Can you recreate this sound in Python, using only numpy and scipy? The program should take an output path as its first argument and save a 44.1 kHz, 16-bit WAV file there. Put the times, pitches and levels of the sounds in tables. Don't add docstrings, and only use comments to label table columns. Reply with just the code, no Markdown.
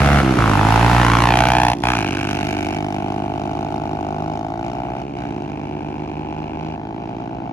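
import sys
import numpy as np
from scipy import signal
from scipy.fft import rfft, irfft
from scipy.io import wavfile
from scipy.ndimage import uniform_filter1d

SR = 44100
rng = np.random.default_rng(int(sys.argv[2]) if len(sys.argv) > 2 else 0)


def persist_wave(psi):
    counts = np.round(np.clip(psi, -1, 1) * 32767).astype(np.int16)
    wavfile.write(sys.argv[1], SR, np.atleast_2d(counts).T)


N = 331632
TIME = np.arange(N) / SR


def from_db(db):
    return 10 ** (np.asarray(db) / 20)


def in_time(rows):
    seconds, *columns = np.transpose(rows)
    return [np.interp(TIME, seconds, column) for column in columns]


def during(start, end):
    return uniform_filter1d(1.0 * ((TIME >= start) & (TIME < end)), size=400)


def waver(per_s):
    steps = rng.standard_normal(1000)
    return np.interp(TIME * per_s, np.arange(len(steps)), steps)


def even(x):
    power = np.atleast_2d(x ** 2).mean(axis=0)
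    for _ in range(2):
        power = uniform_filter1d(power, size=3500)
    return x / np.sqrt(np.abs(power) + 1e-14)


def colour(x, spectrum):
    hz, db = np.transpose(spectrum)
    grid = np.fft.rfftfreq(2 ** 13, 1 / SR)
    drawn_db = np.interp(np.log(grid + 1), np.log(hz), db)
    cepstrum = irfft(np.log(from_db(drawn_db)))
    half = len(cepstrum) // 2
    folded = np.r_[cepstrum[0], 2 * cepstrum[1:half], np.zeros(half)]
    response = irfft(np.exp(rfft(folded)))[:half]
    return signal.oaconvolve(np.atleast_2d(x), response[None], axes=1)[:, :N]


def noise(likeness):
    mid, side = rng.standard_normal((2, N))
    return np.sqrt((1 + likeness) / 2) * mid + np.sqrt((1 - likeness) / 2) * side * [[1], [-1]]


def clicks(at, sizes):
    where = np.clip(at * SR, 0, N - 2)
    i, part = where.astype(int), where % 1
    return np.bincount(i, sizes * (1 - part), N) + np.bincount(i + 1, sizes * part, N)


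def delayed(x, late):
    return np.array([np.interp(late, TIME, channel) for channel in x])


def firings(revs, jitter_s, uneven_db):
    cycles = np.cumsum(revs) / SR - 1 / 4
    at = np.interp(np.arange(int(cycles[-1]) + 1), cycles, TIME)
    chance = rng.standard_normal((len(at), 2))
    return at + jitter_s * chance[:, 0], from_db(uneven_db * chance[:, 1])


def puffs(at, sizes, open_s, fade_s, leak):
    age = TIME[:SR // 40]
    shape = np.exp(-np.maximum(age - open_s, 0) / fade_s)
    return signal.oaconvolve(clicks(at, sizes), shape)[:N] + leak


def run_past(abreast_s, closest_m, speed, acceleration):
    since = TIME - abreast_s
    along = speed * since + acceleration * since ** 2 / 2
    metres = np.hypot(along, closest_m)
    return metres, (1 - along / metres) / 2


def through_air(x, metres):
    dull_hz = 39000 / np.sqrt(metres)
    ladder = np.geomspace(2500, 20000, 5)
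    out = 0
    for hz, rung in zip(ladder, np.eye(len(ladder))):
        share = np.interp(np.log(dull_hz), np.log(ladder), rung)
        out = out + share * signal.sosfilt(signal.butter(2, hz, fs=SR, output="sos"), x)
    return out


def microphones(x, lead_ms):
    return np.array([x[0], np.interp(TIME - lead_ms / 1000, TIME, x[-1])])


# (time [s], lead at the left microphone [ms], left minus right level [dB])
BEARING = [(0, 0.076, -1.3), (.75, 0.088, -2), (1.15, 0.038, -1.5), (2.5, 0.16, -0.5), (4.8, .16, 1.3),
           (5.3, 0.15, 0), (7.52, .17, 1)]


def bearing():
    return in_time(BEARING)


# (frequency [Hz], level [dB])
AIR_COLOUR = [(25, -16), (60, 4), (130, -5.5), (300, 5), (700, -14.5), (1500, -19.5), (4000, -31),
              (7000, -38), (11000, -92)]


def open_air():
    return from_db(-42.5) * even(colour(noise(.9), AIR_COLOUR))


def scrub(x, t60, echo_db):
    age = TIME[:SR // 2]
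    tail = rng.standard_normal((2, len(age))) * from_db(-60 * age / t60) * (age > .004)
    tail = tail + tail.mean(axis=0) * 3
    tail /= np.sqrt(np.sum(tail ** 2, axis=1, keepdims=True))
    echo = signal.oaconvolve(x, tail, axes=1)[:, :N]
    dull = signal.butter(1, [250, 3000], "band", fs=SR, output="sos")
    return from_db(echo_db) * signal.sosfilt(dull, echo)


# (frequency [Hz], level [dB])
DIRT_COLOUR = [(100, -2.5), (400, 1), (1200, 1.5), (2500, -4.5), (4000, -13), (6500, -20), (8000, -25),
               (11500, -26), (14000, -51)]
# (base [dB], loss per doubling of distance [dB], gain from the front [dB],
# gain per octave of revs [dB], share of the level change in a gear change)
SPRAY_LEVEL = (-30, 6, 11.5, 7.5, .5)


def dirt():
    grains = noise(0.43) * from_db(1.4 * rng.standard_normal(N))
    spray_db, = near_levels(SPRAY_LEVEL)
    return from_db(spray_db) * even(colour(grains, DIRT_COLOUR))


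# (throttle open [s], throttle shut [s], first revs [firings/s], last revs [firings/s],
#  drone level [dB], first rasp level [dB], last rasp level [dB])
FAR_GEARS = [(0, 0.596, 58.7, 73, -23, -42, -38), (0.796, 1.612, 60, 76.5, -26.5, -48, -33),
             (1.919, 2.78, 61, 79, -29.5, -30.5, -39), (2.944, 4.372, 66.2, 78.5, -31, -46, -50),
             (4.6, 6.76, 67, 78.93, -31.5, -49, -46), (6.945, 7.6, 63, 65.1, -32.5, -52, -55)]
FAR_SWELL_DB = 1
FAR_SHUT_DRONE_DB, FAR_SHUT_RASP_DB = -3.5, -35


def far_pulls():
    corners = []
    for opens, shuts, first, last, drone_db, first_rasp_db, last_rasp_db in FAR_GEARS:
        corners += [(opens, first, drone_db - FAR_SWELL_DB / 2, first_rasp_db),
                    (shuts, last, drone_db + FAR_SWELL_DB / 2, last_rasp_db)]
    revs, drone_db, rasp_db = in_time(corners)
    shut = 1 - sum(during(*gear[:2]) for gear in FAR_GEARS)
    return revs, drone_db + FAR_SHUT_DRONE_DB * shut, rasp_db + FAR_SHUT_RASP_DB * shut


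# (frequency [Hz], level [dB])
FAR_DRONE_COLOUR = [(30, -58), (72, -3.5), (150, 1.5), (225, -3), (300, -0.5), (380, -3.5), (460, -12.5),
                    (750, -4.5), (1100, -14), (2500, -73.5)]
FAR_RASP_COLOUR = [(700, -38), (1400, -8), (1900, -19.5), (2300, -1.5), (2800, -3), (3400, -20),
                   (6200, -20), (8000, -25), (14000, -29.5)]
# (time abreast [s], closest distance [m], speed abreast [m/s], acceleration [m/s2])
FAR_RUN = (0.59, 24, 6.3, 2.1)


def far_quad():
    revs, drone_db, rasp_db = far_pulls()
    metres, _ = run_past(*FAR_RUN)
    lead_ms, _ = bearing()
    at, sizes = firings(revs, jitter_s=.000025, uneven_db=.9)
    drone = from_db(drone_db) * even(colour(clicks(at + 0.00079, sizes), FAR_DRONE_COLOUR))
    flow = puffs(at, sizes ** 2, open_s=.0016, fade_s=.0018, leak=.12)
    buzz = even(clicks(at, sizes ** 2)) + .75 * even(flow * noise(.6))
    rasp = from_db(rasp_db) * even(through_air(colour(buzz, FAR_RASP_COLOUR), metres))
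    placed_drone = microphones(drone, 2.5 * lead_ms) * from_db([[-.7], [.7]])
    return placed_drone + microphones(rasp, 0.58 * lead_ms)


# (throttle shut [s], throttle open [s], flare of the revs, a dip if negative [firings/s],
#  exhaust level change while shut [dB], silencer level change while shut [dB])
NEAR_SHIFTS = [(.215, .385, -1.7, -7, 3), (1.738, 1.83, 8.85, -26, 0), (5.03, 5.16, 7.1, -13, 0)]


def shift_drop(column=3):
    return sum(row[column] * during(*row[:2]) for row in NEAR_SHIFTS)


# (time [s], revs [firings/s])
NEAR_SPEED = [(0.0, 71.09), (0.165, 71.05), (0.553, 50.99), (0.797, 57.57), (1.024, 60.18), (1.097, 57.13),
              (1.488, 61.93), (1.731, 59.34), (2.103, 47.48), (2.23, 50.27), (3.279, 50.77), (3.766, 53.16),
              (4.103, 51.1), (4.552, 55.29), (4.99, 61.87), (5.295, 51.49), (6.088, 52.0), (7.52, 55.44)]
# (time after the throttle opens [s], share of the flare [0-1])
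FLARE = [(-.03, 0), (.07, 1), (.21, 0)]


def near_revs():
    in_gear, = in_time(NEAR_SPEED)
    flares = sum(flare * np.interp(TIME - opens, *np.transpose(FLARE))
                 for _, opens, flare, _, _ in NEAR_SHIFTS)
    return in_gear + flares, flares


# (time abreast [s], closest distance [m], speed abreast [m/s], acceleration [m/s2])
NEAR_RUN = (1.126, 3.25, 7.65, 2.87)
CRUISE_FIRINGS_PER_S = 55
KICK_DB_PER_FLARE = 0.36


def near_levels(*rules, column=3):
    metres, front = run_past(*NEAR_RUN)
    revs, flares = near_revs()
    drop_db = shift_drop(column)
    doublings = np.log2(metres / metres.min())
    octaves = np.log2(revs / CRUISE_FIRINGS_PER_S)
    kick_db = KICK_DB_PER_FLARE * flares
    return [base - loss * doublings + facing * front + revving * octaves + share * drop_db + kick_db
            for base, loss, facing, revving, share in rules]


# (frequency [Hz], level [dB])
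INTAKE_COLOUR = [(25, -60.5), (40, -12), (55, 2.5), (72, 0.5), (108, 8.5), (140, 1.5), (175, -4.5),
                 (215, -4), (280, -19), (400, -19), (490, -10), (800, -70.5)]
INTAKE_LEVEL = (-25, 4, 9.5, 11, 1)


def intake_boom(at, sizes):
    level_db, = near_levels(INTAKE_LEVEL)
    return from_db(level_db + 1.44) * even(colour(clicks(at + .0014, sizes), INTAKE_COLOUR))


# (frequency [Hz], level [dB])
SILENCER_COLOUR = [(50, -36.5), (150, -7.5), (210, -5.5), (300, 0), (365, -3), (460, -17), (700, -34.5),
                   (1500, -100)]
SILENCER_LEVEL = (-24, 1.54, 1.5, -16.5, 3)


def silencer_thud(at, sizes):
    level_db, = near_levels(SILENCER_LEVEL, column=4)
    thud = even(colour(clicks(at + 0.002295, sizes), SILENCER_COLOUR))
    return from_db(level_db - 2.5) * thud * from_db([[-.6], [.6]])


# (frequency [Hz], level [dB])
HONK_COLOUR = [(500, -24.5), (900, -23.5), (1150, 0.5), (1400, 3.5), (1650, -7), (1950, -15), (2150, -15),
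               (3000, -42)]
# (time [s], level [dB])
HONK_FACING = [(0, 2), (.45, 7.5), (.8, -3), (1.15, -2), (1.45, -31), (2.2, -38), (7.52, -44)]


def airbox_honk(at, sizes, rasp_db):
    facing_db, = in_time(HONK_FACING)
    return from_db(rasp_db + facing_db) * even(colour(clicks(at + 0.00042, sizes), HONK_COLOUR))


# (time [s], round trips per second [Hz])
PIPE_RING = [(0, 690), (.3, 720), (.42, 1110), (.6, 866), (1.0, 900), (1.15, 1110), (1.35, 785), (1.7, 850),
             (2.4, 763), (5, 753), (6, 838), (7.52, 777)]


def tailpipe(at, sizes, trips, scatter_s):
    trip_s = 1 / np.interp(at, *np.transpose(PIPE_RING))
    chance = rng.standard_normal((len(at), len(trips), 2))
    shocks = 0
    for k, share in enumerate(trips):
        leaves = at + k * (trip_s + scatter_s * chance[:, k, 0])
        shocks = shocks + clicks(leaves, sizes * share * from_db(1.5 * chance[:, k, 1]))
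    return shocks


def pipe_echo(x, echo):
    return even(x + echo * delayed(x, TIME - 1 / in_time(PIPE_RING)[0]))


# (frequency [Hz], level [dB])
BARK_COLOUR = [(200, -29.5), (450, -16), (680, 2), (900, 0), (1150, -0.5), (1600, -17), (3000, -56.5)]
# (time [s], level [dB])
BARK_DB = [(0, -19.5), (.42, -22.5), (.72, -15), (1.1, -16), (1.6, -13), (1.9, -18.5), (2.15, -29.5),
           (2.4, -26.5), (3.8, -25.5), (4.9, -26.5), (5.4, -33.5), (7.52, -31.5)]


def tailpipe_bark(shocks):
    level_db = in_time(BARK_DB)[0] + shift_drop()
    return from_db(level_db - 2.08) * even(colour(shocks, BARK_COLOUR))


PIPE_HEIGHT_M, MICROPHONE_HEIGHT_M = 0.714, 1.507
SOUND_SPEED = 343


def over_ground(x, metres, bounce):
    direct = np.hypot(metres, MICROPHONE_HEIGHT_M - PIPE_HEIGHT_M)
    mirrored = np.hypot(metres, MICROPHONE_HEIGHT_M + PIPE_HEIGHT_M)
    return x + bounce * delayed(x, TIME - (mirrored - direct) / SOUND_SPEED)


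# (frequency [Hz], level [dB])
RASP_COLOUR = [(400, -36.5), (800, -6), (1150, 6.5), (1450, 2.5), (1850, -1.5), (2350, -1.5), (3000, -4.5),
               (3700, -13), (4400, -10), (6400, -40.5), (10000, -57)]
HISS_COLOUR = [(1200, -7.5), (2600, 8.5), (4000, 2.5), (5200, 2), (6400, 1.5), (7800, -10), (10500, -5),
               (13500, -15.5), (16000, -29.5)]
# (time [s], level [dB])
EDGE_DB = [(0, 2.5), (.7, -3), (1.4, 1), (2.0, 1.5), (2.65, 1.5), (3.15, -5), (4.5, -1), (6.1, 1), (7.0, 3),
           (7.52, 0.5)]
HISS_WAVER_DB, HISS_WAVER_PER_S = 2.3, 16


def rasp_and_hiss(at, sizes, shocks, rasp_db, hiss_db):
    metres, _ = run_past(*NEAR_RUN)
    edge_db, = in_time(EDGE_DB)
    crack = even(shocks + 0.67 * clicks(at, sizes))
    flow = puffs(at, sizes ** 2, open_s=.003, fade_s=.0012, leak=.07)
    gas = pipe_echo(flow * noise(0.37), echo=0.48)
    rasp = over_ground(colour(crack + .62 * gas, RASP_COLOUR), metres, bounce=0.31)
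    hiss = over_ground(colour(0.06 * crack + gas, HISS_COLOUR), metres, bounce=0.06)
    waver_db = HISS_WAVER_DB * waver(HISS_WAVER_PER_S)
    rasp = from_db(rasp_db + edge_db) * even(through_air(rasp, metres))
    hiss = from_db(hiss_db + edge_db + waver_db) * even(through_air(hiss, metres))
    return rasp + hiss


RASP_LEVEL = (-20.5, 5.5, -5.5, 16.5, 1.5)
HISS_LEVEL = (-28.5, 5.5, -4.5, 8.5, 0.5)


def near_quad():
    revs, _ = near_revs()
    rasp_db, hiss_db = near_levels(RASP_LEVEL, HISS_LEVEL)
    at, sizes = firings(revs, jitter_s=.00003, uneven_db=.7)
    shocks = tailpipe(at, sizes, trips=[1.0, 0.84, 0.55, 0.12], scatter_s=1 / SR / 2)
    engine = intake_boom(at, sizes) + silencer_thud(at, sizes) + airbox_honk(at, sizes, rasp_db)
    engine = engine + tailpipe_bark(shocks) + rasp_and_hiss(at, sizes, shocks, rasp_db, hiss_db)
    lead_ms, pan_db = bearing()
    return microphones(engine, lead_ms) * from_db(pan_db / 2 * [[1], [-1]])


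def scene():
    quads = far_quad() + near_quad()
    return open_air() + dirt() + scrub(quads, t60=0.089, echo_db=-15.5) + quads


def record(dry):
    heard = signal.sosfilt(signal.butter(1, 12, "high", fs=SR, output="sos"), dry)
    rounded = 1.694 * np.tanh(heard / 1.507)
    return signal.sosfilt(signal.cheby2(14, 60, 16600, fs=SR, output="sos"), rounded)


dry = scene()
out = record(dry)
persist_wave(out)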